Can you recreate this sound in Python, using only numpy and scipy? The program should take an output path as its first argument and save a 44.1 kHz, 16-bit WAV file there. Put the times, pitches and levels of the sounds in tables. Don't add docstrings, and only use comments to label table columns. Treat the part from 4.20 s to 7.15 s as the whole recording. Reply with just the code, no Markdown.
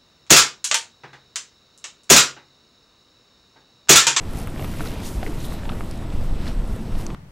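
import sys
import numpy as np
from scipy import signal
from scipy.io import wavfile

SR = 44100
rng = np.random.default_rng(int(sys.argv[2]) if len(sys.argv) > 2 else 0)


def dump_mix(stems):
    frames = np.atleast_2d(stems).T
    limited = np.clip(frames, -1, 1)
    pcm = np.round(limited * 32767).astype(np.int16)
    wavfile.write(sys.argv[1], SR, pcm)


N = 130095
TIME = np.arange(N) / SR


def from_db(db):
    return 10 ** (np.asarray(db) / 20)


def rms_one(x):
    return x / np.sqrt(np.mean(x ** 2) + 1e-20)


def level(rows):
    return from_db(np.interp(TIME, *np.transpose(rows)))


def butter(x, hz, kind, order=2):
    safe_hz = np.clip(hz, 5, .48 * SR)
    sections = signal.butter(order, safe_hz, kind, fs=SR, output="sos")
    return signal.sosfilt(sections, x + 1e-18)


def drift(rate_hz):
    step = 40
    run_in = 2000
    pole = np.exp(-2 * np.pi * rate_hz * step / SR)
    noise = rng.standard_normal(N // step + 2 + run_in)
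    slow = signal.lfilter([1], [1, -2 * pole, pole * pole], noise)[run_in:]
    return np.interp(np.arange(N) / step, np.arange(len(slow)), rms_one(slow))


def resonate(x, hz, width_hz):
    radius = np.exp(-np.pi * width_hz / SR)
    feed = np.array([1, 0, -1]) * (1 - radius * radius) / 2
    feedback = [1, -2 * radius * np.cos(2 * np.pi * hz / SR), radius * radius]
    return signal.lfilter(feed, feedback, x + 1e-18)


def grains(per_s, spread_db):
    size_db = spread_db * np.minimum(rng.exponential(1, N), 4)
    clicks = from_db(size_db) * rng.choice([-1, 1], N)
    return rms_one(clicks * (rng.random(N) < per_s / SR))


def grit(per_s, grain_db, spread_db):
    return rms_one(rng.standard_normal(N) + from_db(grain_db) * grains(per_s, spread_db))


def bank(sources, low_hz, high_hz):
    run_in = SR // 4
    edges = low_hz * 2 ** np.arange(0, np.log2(high_hz / low_hz) + .5, .5)
    padded = np.pad(sources, ((0, 0), (run_in, 0)), mode="wrap")
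    bands = []
    for k, (low, high) in enumerate(zip(edges, edges[1:])):
        band = butter(padded[k % 2], [low, high], "band")[run_in:]
        bands.append((np.sqrt(low * high), band))
    return bands


def coloured(bands, spectrum, patchy_db):
    hz, db = np.transpose(spectrum)
    total = np.zeros(N)
    for centre, band in bands:
        band_db = np.interp(np.log(centre), np.log(hz), db)
        total += band * from_db(band_db + patchy_db * drift(14.0))
    return rms_one(total)


def rubs(rows, width_hz):
    out = np.zeros(N)
    for s, db, hz, length in rows:
        swell = np.exp(-((TIME - s) / length) ** 2)
        once = resonate(rng.standard_normal(N), hz, width_hz)
        out += from_db(db) * swell * rms_one(resonate(once, hz, width_hz))
    return out


def surf():
    # f/Hz, level per Hz/dB
    surf_spectrum = [(60, 2), (120, 2), (220, -1.5), (310, -6), (450, -13), (750, -16), (1100, -19.5),
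                     (2000, -30.5), (3800, -32), (6000, -36), (7400, -40.5), (8300, -45.5), (10000, -39),
                     (12800, -41), (15000, -56)]
    bands = bank(rng.standard_normal((2, N)), 62.5, 16000)
    return from_db(-32.5) * coloured(bands, surf_spectrum, patchy_db=1.5)


def wind():
    # f/Hz, level per Hz/dB
    wind_spectrum = [(10, 2), (20, -1), (32, -4.5), (50, -10.5), (80, -14.5), (130, -20), (300, -32)]
    # t/s, level/dB
    wind_strength = [(0, -29.5), (.7, -29), (1.3, -27), (1.8, -27.5), (2.15, -22), (2.45, -23.5),
                     (2.62, -29), (2.8, -21.5), (2.95, -32)]
    bands = bank(rng.standard_normal((2, N)), 8, 350)
    return level(wind_strength) * coloured(bands, wind_spectrum, patchy_db=-0.1)


def leather():
    # f/Hz, level per Hz/dB
    rub_spectrum = [(150, -18), (300, -5.5), (600, -3.5), (1200, -15.5), (2200, -15), (4000, -21),
                    (7000, -52), (14000, -33)]
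    # t/s, level/dB
    rub_strength = [(0, -50.5), (.16, -42), (.32, -48), (.41, -41.5), (.53, -45.5), (.72, -41), (.9, -42.5),
                    (1.08, -45), (1.33, -42.5), (1.42, -45), (2.2, -47.5), (2.65, -48.5), (2.8, -47),
                    (2.95, -55)]
    sources = [grit(per_s=220, grain_db=-4, spread_db=3.5) for _ in range(2)]
    bands = bank(sources, 125, 16000)
    return level(rub_strength) * coloured(bands, rub_spectrum, patchy_db=1.5)


def electronics():
    whine_hz, whine_db = 7867, -68
    halo_hz, halo_width_hz, halo_db = 8320, 360, -67.5
    whine = from_db(whine_db) * np.sqrt(2) * np.sin(2 * np.pi * whine_hz * TIME)
    halo = rms_one(resonate(rng.standard_normal(N), halo_hz, halo_width_hz))
    return whine + from_db(halo_db) * halo


def sand():
    # peak t/s, level/dB, rise to the peak/s, fall after it/s, centre f/Hz,
    # width to each side/octaves, crackle share of the power (0-1), tone shift each way/octaves
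    swishes = [(.185, -44.5, 0.065, 0.061, 10400, 3.6, .55, 0),
               (.43, -52.5, 0.038, 0.11, 9000, 3.2, .35, 0),
               (.665, -43.5, 0.22, 0.083, 5960, 3.8, 0.34, 0.21),
               (0.863, -37.5, 0.034, .043, 6260, 1.16, 0.12, .6),
               (.94, -50, .025, 0.037, 10000, 1.7, 0.1, 0), (1.06, -48.5, .039, 0.047, 6630, 2.5, 0.16, 0),
               (1.235, -48, 0.1, 0.05, 8000, 3.9, .4, 0),
               (1.255, -46.5, 0.0088, 0.011, 12500, 0.69, 0.2, 0),
               (1.335, -45.5, 0.032, 0.019, 6500, 4.5, 0.2, 0),
               (1.64, -56, 0.63, 0.11, 10000, 0.77, 0.4, 0.054),
               (2.04, -51.5, 0.042, .039, 6040, 1.7, 0.2, 0.1),
               (2.278, -42.5, .06, 0.033, 2300, 1.1, 0.4, 0.099),
               (2.29, -53.5, 0.046, 0.039, 8000, 2, .2, 0), (2.53, -55.5, 0.071, .092, 8500, 1.5, 0.4, 0),
               (2.81, -45.5, .04, 0.034, 8500, 2.6, 0.5, 0)]
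    low_hz, high_hz = 707, 15900
    flicker_db, flicker_hz = 1.0, 30
    brighten_s = 0.036
    crackle = grains(per_s=900, spread_db=3.0)
    fine = bank(rng.standard_normal((2, N)), low_hz, high_hz)
    coarse = bank(np.array([crackle, -crackle]), low_hz, high_hz)
    centres = np.array([[centre] for centre, _ in fine])
    hiss = np.array([rms_one(band * from_db(flicker_db * drift(flicker_hz))) for _, band in fine])
    crunch = np.array([rms_one(band) for _, band in coarse])
    out = np.zeros(N)
    for s, db, rise, fall, hz, octaves, share, brightening in swishes:
        side_s = np.where(TIME < s, rise, fall)
        swell = np.exp(-np.abs((TIME - s) / side_s) ** 1.14)
        on = swell > .01
        climb = brightening * np.tanh((TIME[on] - s) / brighten_s)
        weights = np.exp(-.5 * ((np.log2(centres / hz) - climb) / octaves) ** 2)
        noises = np.sqrt(1 - share) * hiss[:, on] + np.sqrt(share) * crunch[:, on]
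        mix = (weights * noises).sum(axis=0) / np.linalg.norm(weights, axis=0)
        out[on] += from_db(db) * swell[on] * mix
    return out


def add(out, s, sound):
    start = int(np.clip(s * SR, 0, N - 1))
    out[start:start + len(sound)] += sound[:N - start]


def ticks():
    # t/s, peak level/dB, centre f/Hz
    tick_rows = [(.1105, -36, 10000), (.134, -34, 10500), (.1893, -26, 10500), (.201, -33, 9500),
                 (.216, -34, 10000), (.2395, -34, 10500), (0.2733, -27, 10900), (.301, -35, 10000),
                 (.572, -31, 10500), (.66, -39, 5500), (.668, -32, 5470), (0.675, -31, 10300),
                 (.687, -36, 5500), (1.204, -32, 6000), (1.316, -39, 9000), (1.712, -30, 4730),
                 (1.7114, -28, 8800), (1.776, -36, 7900), (2.2777, -29, 3900), (2.477, -39, 9900),
                 (2.499, -43, 11500), (2.562, -37, 9250), (2.8657, -23, 6160)]
    chatter_gain, chatter_s = 0.125594, 0.0018
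    width = .38
    t = TIME[:SR // 40]
    out = np.zeros(N)
    for s, db, hz in tick_rows:
        chatter = rng.standard_normal(len(t)) * np.exp(-t / chatter_s)
        contact = (t == 0) + chatter_gain * chatter
        snap = butter(contact, [hz / (1 + width / 2), hz * (1 + width / 2)], "band")
        add(out, s, from_db(db) * snap / np.abs(snap).max())
    return out


def knocks():
    # t/s, level before the low cut/dB, upper edge f/Hz, ring f/Hz,
    # ring level before its filter, relative to the pulse/dB
    knock_rows = [(.273, -25.5, 2400, 1380, -9), (.279, -27.5, 2200, 1200, -7),
                  (.361, -23.5, 2160, 634, -7), (.379, -29, 3000, 800, -15), (0.3954, -22, 2560, 760, -8),
                  (.407, -37, 3500, 1500, -12), (0.4254, -24.5, 2120, 645, -4),
                  (.445, -21.5, 3650, 1280, -8), (0.538, -31, 3000, 2200, -9), (.5955, -25, 2950, 1130, -7),
                  (.6069, -17, 2030, 1420, -7), (.6078, -27, 1800, 680, 0.5), (.6583, -23, 3500, 1400, -9),
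                  (.717, -30, 4500, 2900, -4), (1.0301, -20.5, 2660, 745, -0.5),
                  (1.0316, -27, 2500, 1310, -18), (1.0641, -24.5, 2600, 1430, -5),
                  (1.0645, -26, 2430, 2060, 1.5), (1.076, -26, 2800, 2000, -12),
                  (1.322, -27, 2800, 1140, -3.5), (1.434, -27, 2200, 1710, -15),
                  (1.455, -28, 3280, 2400, -14), (1.491, -30, 3000, 840, -1),
                  (1.493, -28.5, 3200, 2640, 4.5), (1.4937, -34, 3500, 3560, 8),
                  (1.4979, -29.5, 3500, 1300, 5.5), (1.519, -25.5, 3400, 764, -3),
                  (1.533, -32.5, 4000, 1500, 0.5), (1.6083, -23, 1970, 1250, -5),
                  (1.903, -35, 3800, 3340, -3), (1.924, -30, 3280, 1300, -7),
                  (2.725, -32.5, 2190, 1320, -4), (2.753, -28.5, 3800, 660, -1),
                  (2.797, -29.5, 4000, 955, 0), (2.8652, -31, 4500, 2600, -10),
                  (2.903, -25, 2940, 1180, -6), (2.947, -29.5, 2800, 1290, 0)]
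    low_cut_hz = 239
    ring_cycles = 21.2
    chatter_db, chatter_s = -14, 0.0055
    t = TIME[:SR // 10]
    out = np.zeros(N)
    for s, db, edge_hz, ring_hz, ring_db in knock_rows:
        pulse = butter(1. * (t == 0), edge_hz, "low", order=4)
        noise = butter(rng.standard_normal(len(t)), edge_hz, "low", order=3)
        chatter = rms_one(noise) * np.exp(-t / chatter_s)
        contact = pulse / pulse.max() + from_db(chatter_db) * chatter
        contact = butter(contact, low_cut_hz, "high", order=1)
        fading = from_db(ring_db - 60 * t * ring_hz / ring_cycles)
        ring = fading * np.sin(2 * np.pi * ring_hz * t)
        ring = butter(ring, 2 * edge_hz, "low", order=4)
        add(out, s, -from_db(db) * (contact + ring))
    return out


def thumps():
    # middle t/s, level of the swell's top/dB, f/Hz, time from the top to about a third/s
    thump_rows = [(0.344, -21, 227, 0.0029), (0.61, -29, 306, 0.0082), (0.425, -22.5, 114, 0.008),
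                  (0.728, -28, 282, 0.0069), (0.977, -17.5, 53, 0.014), (1.052, -29.5, 364, 0.0043),
                  (1.075, -26.5, 426, 0.0071), (1.095, -29, 305, 0.012), (1.321, -25, 69.5, 0.0044),
                  (1.948, -18.5, 55, 0.0086), (2.126, -15.5, 32.3, 0.015), (2.392, -20.5, 35, 0.054),
                  (2.524, -17.5, 37.4, 0.017)]
    out = np.zeros(N)
    for s, db, hz, length in thump_rows:
        swell = np.exp(-((TIME - s) / length) ** 2)
        out += from_db(db) * swell * np.sin(2 * np.pi * hz * (TIME - s))
    return out


def squeaks():
    # middle t/s, level/dB, f/Hz, time from the top to about a third/s
    squeak_rows = [(.385, -55, 12600, .005), (.404, -44, 12500, .0062), (.422, -51, 12500, .004),
                   (.436, -47, 12700, .004), (0.446, -46, 12500, .011), (.478, -53, 14700, .01),
                   (.569, -51, 10400, .005)]
    return rubs(squeak_rows, width_hz=440)


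def creaks():
    # middle t/s, level/dB, f/Hz, time from the top to about a third/s
    creak_rows = [(.674, -35.5, 4070, 0.0017), (.85, -48, 3630, 0.025), (1.212, -49.5, 3830, 0.029),
                  (1.248, -40, 3720, 0.0067), (1.32, -52.5, 3850, 0.082), (2.28, -38, 3960, 0.002)]
    return rubs(creak_rows, width_hz=920)


def scene():
    tack = leather() + ticks() + knocks() + squeaks() + creaks()
    hooves = sand() + thumps()
    mid = surf() + wind() + electronics() + hooves + tack
    return np.array([mid, mid])


def record(dry):
    cutoff_hz, ripple_db, stop_db = 14850, .2, 90
    sections = signal.ellip(12, ripple_db, stop_db, cutoff_hz, fs=SR, output="sos")
    return signal.sosfilt(sections, dry)


dry = scene()
out = record(dry)
dump_mix(out)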